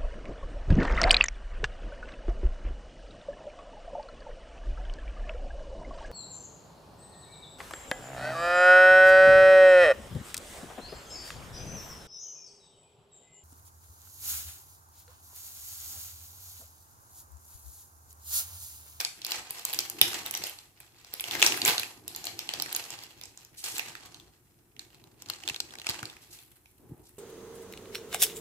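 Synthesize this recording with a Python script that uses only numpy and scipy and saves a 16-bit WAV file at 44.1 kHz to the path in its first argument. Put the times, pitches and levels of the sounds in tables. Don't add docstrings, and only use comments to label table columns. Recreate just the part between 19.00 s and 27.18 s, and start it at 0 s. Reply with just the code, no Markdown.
import sys
import numpy as np
from scipy import signal
from scipy.io import wavfile
from scipy.ndimage import uniform_filter1d

SR = 44100
rng = np.random.default_rng(int(sys.argv[2]) if len(sys.argv) > 2 else 0)


def level_to_linear(level):
    exponent = np.asarray(level, float) / 20
    return 10 ** exponent


def dump(signal):
    limited = np.clip(np.atleast_2d(signal).T, -1, 1)
    pcm = np.round(limited * 32767).astype(np.int16)
    wavfile.write(sys.argv[1], SR, pcm)


N = 360826

# pitch_hz, density_db per Hz
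FLOOR_SPECTRUM = [(25, -29.5), (50, -11), (108, -8), (200, -23.5), (350, -14), (600, -27), (1500, -24),
                  (4000, -33), (8000, -26), (12500, -23.5), (16000, -30.5)]
# pitch_hz, likeness_0_to_1
PORT_LIKENESS = [(60, 1), (300, 1), (640, 0.79), (1400, 0.021), (15000, .01)]
# pitch_hz, t60_s
ROOM_T60 = [(200, 0.21), (800, .45), (2500, 0.31), (6000, 0.32), (14000, 0.67)]
# pitch_hz, level_db
ROOM_COLOUR = [(300, 7), (800, 10), (2500, 10), (6000, 8), (12000, 3), (16000, -16)]
# pitch_hz, width_hz, level_db
PORT_RESONANCES = [(500, 152.4, -2.5), (802, 85, 5.5), (2500, 880, 2), (2700, 100, 2), (4290, 300, 2),
                   (9460, 1000, -5.5), (11090, 2700, 4.5)]
# pitch_hz, width_hz, level_db
ROOM_MODES = [(53.4, 25, -6), (109, 26, -0.5), (157, 36, -3), (301, 113, 0.5), (405, 92, -4.5)]
# time_s, peak_db, falloff_db per octave around 150 Hz
KNOCKS = [
    (1.013, -32, -3),
    (2.677, -28.5, 4),
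    (6.505, -35.5, 0),
    (6.89, -30, 1),
    (7.025, -29, 5),
    (7.866, -43, 5),
    (7.893, -38, -0.5),
    (7.909, -30.5, 6),
    (7.916, -28.5, 3.5),
    (8.002, -45, 2.5),
]
# peak_s, rise_s per 20 dB, fall_s per 20 dB, thump_db
SHOVES = [(.339, 1, 1, -58.5), (.526, .13, .08, -59), (.808, 0.2, .19, -47.5), (1.037, -0.36, 0.5, -44.5),
          (1.46, 0.4, 0.04, -46), (2.432, 0.2, 0.5, -35.5), (2.691, 0.2, 0.07, -30), (3.2, .5, -2, -50),
          (3.6, 1.7, 0.63, -47), (4.648, 0.1, 0.5, -55), (4.8, 0.27, 0.6, -49.5), (5.1, .6, .5, -54.5),
          (6.03, -1.23, 0, -56.5), (6.225, 0.2, -2.5, -61), (6.311, -1.5, .8, -55),
          (6.497, 0.1, -0.04, -41), (6.79, -0.7, 0, -48), (7.051, 0.3, 0.11, -46), (7.336, -1.5, .5, -60.5),
          (7.93, 0.24, 0.3, -50)]
# peak_s, rise_s per 20 dB, fall_s per 20 dB, crackle_db
PULLS = [(0, .01, -0.07, -35), (.35, .1, 0.0644, -33.5), (.526, -0.44, 0.48, -46.5), (.661, 0, .5, -41),
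         (.808, 0.3, -0.24, -43.5), (1.09, 0.1, 0.38, -36.5), (1.484, 2.2, 0.16, -48),
         (1.819, 0.2, 0.68, -60), (2.148, 0.57, .5, -54.5), (2.285, -0.087, 0.28, -36.5),
         (2.432, 0.2929, 0.29, -30.5), (2.691, 0.07, 0.1, -25.5), (2.82, .1, 0.4, -54),
         (3.163, 0.04, 1.5, -51), (3.62, 0.62, 0.2, -44), (3.761, 0.18, 0.4847, -40.5),
         (4.234, .5, 0.1, -57), (4.648, 0.06, 0.26, -43), (4.787, 0.15, 0.23, -41), (5.05, 1, 0.35, -54.5),
         (5.806, 0, 0.33, -59), (6.051, -0.04, 0.3, -62.5), (6.225, 0.04, 0.14, -52.5),
         (6.311, 0.07, 1.12, -50), (6.497, 0.1165, 0.03, -41), (6.775, 0.16, 0.39, -51.5),
         (6.904, 0.08, 0.1338, -36.5), (7.05, 0, 0.82, -58.5), (7.336, 0.1, 0.32, -56.5),
         (8.18, -0.14, 0.2, -64)]
# time_s, away_db (turned into the room), bright_db (taut sheet)
SHEET_FACING = [(0, -9, 4.5), (.5, -6.5, -6.5), (.75, -7.5, 5.5), (1.05, -9.5, -3), (1.45, -6.5, -4),
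                (2.2, -8.5, -1.5), (2.65, -7.5, 5), (2.9, -8.5, -11), (3.2, -3.5, -4), (3.7, -10, -6.5),
                (4.301, -6.5, 1.5), (4.75, -9, 2), (5.1, -7.5, -12), (5.8, -11, 2), (6.2, -13.5, -6.5),
                (6.65, -16, -3), (6.95, -12.5, -9.5), (7.3, -6.5, 6), (7.699, -8, 12.5)]
# start_s, end_s, level_db, lowest_pitch_hz
SLIDES = [
    (1.447, 1.487, -43, 1500),
    (4.57, 4.634, -48, 3530),
    (4.643, 4.795, -41.5, 3020),
    (7.218, 7.255, -57.5, 3800),
    (7.314, 7.364, -50.5, 3520),
    (8.04, 8.091, -62.5, 3490),
]
# time_s, peak_db, ring_hz, edge_db over 8 kHz
FLAP_SNAPS = [(.0027, -18, 5150, -15), (0.049, -14.5, 4580, -33), (.2177, -30.5, 4340, -15.5),
              (0.2483, -20, 4800, -5), (0.266, -25.5, 7200, -2.5), (0.308, -24.5, 4480, -1),
              (0.3189, -16, 4200, -7.5), (.507, -30.5, 4700, 9), (.5933, -36.5, 7330, 1),
              (0.6517, -20, 8200, 3), (0.698, -28.5, 7630, -12.5), (0.73, -25, 4540, 0),
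              (0.7357, -23.5, 3900, 3.5), (.745, -22.5, 7110, -9), (0.7895, -12, 5250, -5),
              (.8051, -25.5, 7100, -8), (0.8991, -28, 6800, 6), (0.9874, -39.5, 2690, -2),
              (1.0143, 0, 3600, -3), (1.145, -28.5, 7320, -10), (1.2621, -25, 4000, 2),
              (1.3104, -29, 6400, 7.5), (1.3401, -23.5, 3000, -3), (1.3505, -18, 5870, -10),
              (1.3745, -34, 7620, 8), (1.4382, -19.5, 5150, -7.5), (1.469, -29.5, 3170, 2),
              (1.4956, -33, 3180, 3.5), (1.588, -34.5, 4300, -30)]
# time_s, peak_db, ring_hz, edge_db
TEAR_SNAPS = [(1.803, -43, 2450, 6.5), (2.047, -38, 5000, -10), (2.1382, -26, 4930, 3),
              (2.1976, -24, 3350, -9), (2.2078, -27.5, 2707, 7), (2.2404, -22.5, 3250, -12.5),
              (2.3109, -19, 3520, -10.5), (2.352, -18, 2123, -14), (2.4179, -13, 3320, -23.5),
              (2.426, -2, 2660, -17), (2.448, -21, 2670, -2), (2.4637, -5.5, 5600, -14.5),
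              (2.4732, -16.5, 2500, -2.5), (2.5216, -16.5, 2700, -11), (2.5428, -22.5, 2120, -12),
              (2.6176, -14.5, 4340, -15), (2.6507, -10.5, 7150, -14), (2.6586, -15, 2280, 1),
              (2.6784, -11, 3000, -2), (2.6851, -15.5, 4000, 0), (2.7805, -14.5, 4000, -24),
              (2.7964, -18.5, 4220, -1), (2.833, -22, 2580, -10)]
# time_s, peak_db, ring_hz, edge_db
TURN_SNAPS = [(3.0793, -28.5, 7500, 3.5), (3.149, -30, 4330, -17), (3.162, -26.5, 7100, -0.5),
              (3.2421, -26, 5600, -17), (3.254, -30, 7700, 2), (3.2689, -21, 4280, -8.5),
              (3.3912, -20.5, 4800, -6), (3.4906, -19, 3100, -15), (3.5372, -19.5, 4660, -7.5),
              (3.5994, -19.5, 4550, -11), (3.622, -17, 5300, -1), (3.6608, -26.5, 1950, -14),
              (3.7275, -26.5, 4600, 5), (3.749, -17.5, 6230, -15), (3.7631, -21, 4530, 5),
              (3.84, -32, 5300, -15), (3.9044, -26.5, 6900, -12), (3.989, -34, 4330, -21),
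              (4.036, -32.5, 4700, -4), (4.213, -33.5, 4730, -5), (4.2365, -30.5, 5630, -27),
              (4.2554, -37, 7440, -9.5), (4.3748, -35, 7360, -19), (4.4487, -40, 6770, -2)]
# time_s, peak_db, ring_hz, edge_db
SEAM_SNAPS = [(4.6402, -23, 6600, -5), (4.6505, -30, 7700, -17), (4.7568, -32, 4330, -6),
              (4.7667, -26.5, 4100, -16), (4.7819, -24.5, 7300, 1.5), (4.7948, -17.5, 2590, -9),
              (4.9529, -29, 1800, -13), (5.059, -42.5, 5070, 0), (5.1447, -35, 4190, -17),
              (5.199, -39.5, 3500, -9.5), (5.765, -43.5, 2800, -13.5), (5.7936, -28, 4080, -18),
              (6.04, -44.5, 4100, -6.5)]
# time_s, peak_db, ring_hz, edge_db
OPEN_SHEET_SNAPS = [(6.2218, -33, 7240, -3), (6.2873, -33.5, 4400, -21), (6.2998, -18, 4260, -8),
                    (6.3362, -31, 4160, -18), (6.4364, -31.5, 2880, -21), (6.477, -19, 3520, -35),
                    (6.488, -18.5, 3730, -11), (6.4979, -20.5, 2700, -30), (6.545, -26, 3370, -14),
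                    (6.5619, -24.5, 3970, -14), (6.603, -16, 4120, -14), (6.7071, -39, 3750, -13),
                    (6.7375, -34, 1490, -18.5), (6.7538, -33.5, 2180, -15), (6.786, -32.5, 3680, -13),
                    (6.7982, -32, 4100, -14), (6.817, -32.5, 2800, -13), (6.8453, -38, 2890, -18),
                    (6.868, -18.5, 2530, -28), (6.89, -19, 4080, -20), (6.896, -17.5, 4500, -4),
                    (6.9119, -28, 4000, -22), (7.0293, -24.5, 1470, -16), (7.055, -26.5, 4560, -18),
                    (7.099, -34, 3570, -13), (7.167, -40.5, 2570, -12), (7.3886, -41, 3430, -23),
                    (7.658, -46.5, 2560, -8.5)]

BURST = 400


def at_hz(points, hz):
    table = np.array(points)
    return np.interp(np.log(hz), np.log(table[:, 0]), table[:, 1])


def rms_one(x):
    return x / np.sqrt(np.mean(x ** 2) + 1e-20)


def energy_one(x):
    return x / np.sqrt(np.sum(x ** 2) / 2)


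def band(x, low_hz, high_hz):
    edges_hz = [low_hz, min(high_hz, .45 * SR)]
    return signal.sosfilt(signal.butter(2, edges_hz, "band", fs=SR, output="sos"), x)


def resonance(x, hz, width_hz):
    r = np.exp(-np.pi * width_hz / SR)
    poles = [1, -2 * r * np.cos(2 * np.pi * hz / SR), r * r]
    return signal.lfilter([(1 - r * r) / 2, 0, (r * r - 1) / 2], poles, x)


def drift(rate):
    r = np.exp(-80 * np.pi * rate / SR)
    slow = signal.lfilter([1], [1, -2 * r, r * r], rng.standard_normal(N // 40 + 2002))
    slow = rms_one(slow[2000:])
    return np.interp(np.arange(N) / 40, np.arange(len(slow)), slow)


def two_ports(white, hz):
    alike = np.clip(at_hz(PORT_LIKENESS, hz), 0, 1)
    return np.sqrt(alike) * white[0] + np.sqrt(1 - alike) * white[1:]


def efforts(rows, rest_db):
    peak_s, rise_s, fall_s, db = np.transpose(rows)[..., None]
    t = np.arange(0, N + 64, 64) / SR
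    since = t - peak_s
    level_db = db - 20 * np.maximum(-since / np.abs(rise_s), since / np.abs(fall_s))
    strongest_db = np.maximum(level_db.max(axis=0), rest_db)
    return np.interp(np.arange(N) / SR, t, strongest_db)


def room_floor():
    out, edges = 0, 30 * 2 ** np.arange(0, 9.6, .5)
    white = rng.standard_normal((2, 2, N))
    for k, (low, high) in enumerate(zip(edges, edges[1:])):
        mid, side = band(white[k % 2], low, high)
        hz = np.sqrt(low * high)
        alike = np.clip(at_hz(PORT_LIKENESS, hz), 0, 1)
        ports = np.sqrt(1 + alike) * mid + np.sqrt(1 - alike) * side * [[1], [-1]]
        out = out + level_to_linear(at_hz(FLOOR_SPECTRUM, hz)) * ports
    return level_to_linear(-67.5) * rms_one(out)


def room_tail(x, gap_s=.004):
    t = np.arange(SR // 2) / SR
    tail, edges = 0, 200 * 2 ** np.arange(0, 7, .5)
    for low, high in zip(edges, edges[1:]):
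        hz = np.sqrt(low * high)
        noise = band(two_ports(rng.standard_normal((3, len(t))), hz), low, high)
        tail = tail + noise * level_to_linear(at_hz(ROOM_COLOUR, hz) - 60 * t / at_hz(ROOM_T60, hz))
    tail *= np.clip(t / gap_s - 1, 0, 1)
    return signal.oaconvolve(x, energy_one(tail), axes=1)[:, :N]


def port_cavities(x):
    for hz, width_hz, db in PORT_RESONANCES:
        x = x + (level_to_linear(db) - 1) * resonance(x, hz, width_hz)
    return x


def thumps(level_db):
    shared, left, right = rng.standard_normal((3, N)) * level_to_linear(2.8 * drift(22))
    push = shared + 0.59 * np.array([left, right])
    time_s, knock_db, falloff_db = np.transpose(KNOCKS)
    out = band(push, 390, 1100) * level_to_linear(level_db - 2.5)
    for k, (hz, width_hz, mode_db) in enumerate(ROOM_MODES):
        knocks = np.zeros(N)
        octaves = np.abs(np.log2(hz / 150))
        knocks[(time_s * SR).astype(int)] = -level_to_linear(knock_db + 38.5 - falloff_db * octaves)
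        knocks = band(knocks, 34, 700) * level_to_linear(np.array([[.6], [-.6]]))
        small_db = 0.33 * (level_db + 59.5) * np.log2(hz / 335)
        drive = level_to_linear(level_db + 15.5 + small_db) * push + knocks
        sign = (-1) ** k
        out = out + sign * level_to_linear(mode_db) * resonance(drive, hz, width_hz) * np.sqrt(50 / width_hz)
    return out


def slides():
    t, out = np.arange(N) / SR, np.zeros((2, N))
    shared, left, right = rng.standard_normal((3, N)) * level_to_linear(3.8 * drift(46))
    rub = shared + np.array([left, right])
    for start_s, end_s, db, low_hz in SLIDES:
        near = slice(round((start_s - .02) * SR), round((end_s + .02) * SR))
        inside_s = np.minimum(t[near] - start_s, end_s - t[near])
        stroke = np.clip(inside_s / 0.031 + .5, 0, 1)
        out[:, near] += level_to_linear(db) * stroke * rms_one(band(rub[:, near], low_hz, 11600))
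    return out


def buckle(noise):
    return noise * np.exp(-np.arange(BURST) / SR / .0018)


def three_parts(burst, hz, alike, sharp):
    alike = np.clip(alike, 0, 1)
    ports = np.sqrt(alike) * burst[0] + np.sqrt(1 - alike) * burst[1:]
    tone = resonance(ports, hz, .12 * hz) - 0.37 * resonance(ports, .64 * hz, 0.097 * hz)
    rustle = band(ports, 0.44 * hz, 8500)
    ring = sharp * energy_one(tone) + energy_one(rustle)
    body = band(burst[0] + 0.083 * burst[1:], 380, 1700)
    edge = band(ports, 7200, 17500)
    return [energy_one(part) for part in (ring, body, edge)]


def crackle(level_db, bright_db):
    busy_db = .2 * (level_db + 47) + 4 * drift(12)
    sizes = level_to_linear(4.5 * np.minimum(rng.exponential(1, N), 2.2)) * rng.choice([-1, 1], N)
    clicks = sizes * (rng.random(N) < 1200 * level_to_linear(busy_db) / SR)
    clicks *= level_to_linear(4.5 * drift(30) - busy_db / 2)
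    facets_hz, dealt = np.geomspace(1700, 7500, 12), rng.integers(0, 12, N)
    layers = np.zeros((3, 2, N))
    for k, hz in enumerate(facets_hz):
        burst = buckle(rng.standard_normal((3, BURST)))
        parts = np.array(three_parts(burst, hz, alike=0.13, sharp=0.52))
        facet_clicks = clicks * (dealt == k)
        layers += signal.oaconvolve(facet_clicks[None, None], parts, axes=2)[..., :N]
    ring_db, body_db = level_db - 0.5, level_db - 12 - 0.43 * bright_db
    edge_db = level_db + bright_db - 5.5
    out = 0
    for db, layer in zip((ring_db, body_db, edge_db), layers):
        usual_rms = np.sqrt(np.median(uniform_filter1d(layer ** 2, size=4000)))
        out = out + level_to_linear(db) * layer / usual_rms
    return out


def snaps(pull_db):
    creases = FLAP_SNAPS + TEAR_SNAPS + TURN_SNAPS + SEAM_SNAPS + OPEN_SHEET_SNAPS
    out = np.zeros((2, 2, N + BURST))
    noise = rng.standard_normal((len(creases), 3, BURST + 1))
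    for (time_s, db, hz, edge_db), draw in zip(creases, noise):
        burst = buckle(draw[:, 1:])
        at = round(time_s * SR) - 10
        pull_excess_db = pull_db[at + 900] - db + 22
        body_db = -15.5 + .2 * pull_excess_db + 2.5 * draw[0, 0]
        for path, sharp in zip(out, (1.1, .3)):
            ring, body, edge = three_parts(burst, hz, alike=0.29, sharp=sharp)
            snap = ring + level_to_linear(body_db) * body + level_to_linear(edge_db + 1.27) * edge
            path[:, at:at + BURST] += level_to_linear(db + 14.5) * snap
    return out[..., :N]


def scene():
    time_s, *columns = np.transpose(SHEET_FACING)
    away_db, bright_db = [np.interp(np.arange(N) / SR, time_s, c) for c in columns]
    pull_db = efforts(PULLS, rest_db=-77)
    direct, all_round = snaps(pull_db) + crackle(pull_db, bright_db) + slides()
    lead = 6
    direct[1] = np.r_[np.zeros(lead), direct[1, :-lead]]
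    low = thumps(efforts(SHOVES, rest_db=-66.5))
    tail = room_tail(all_round * level_to_linear(away_db) + level_to_linear(-7.0) * low)
    paper = direct * level_to_linear(np.array([[-.6], [.6]])) + tail
    return port_cavities(paper) + low + room_floor()


def top_cut(x):
    return signal.sosfilt(signal.butter(12, 21590, fs=SR, output="sos"), x)


def record(dry):
    cut = signal.sosfilt(signal.cheby2(10, 50, 16300, fs=SR, output="sos"), dry)
    return top_cut(np.clip(cut, -1, 1))


dry = scene()
out = record(dry)
dump(out)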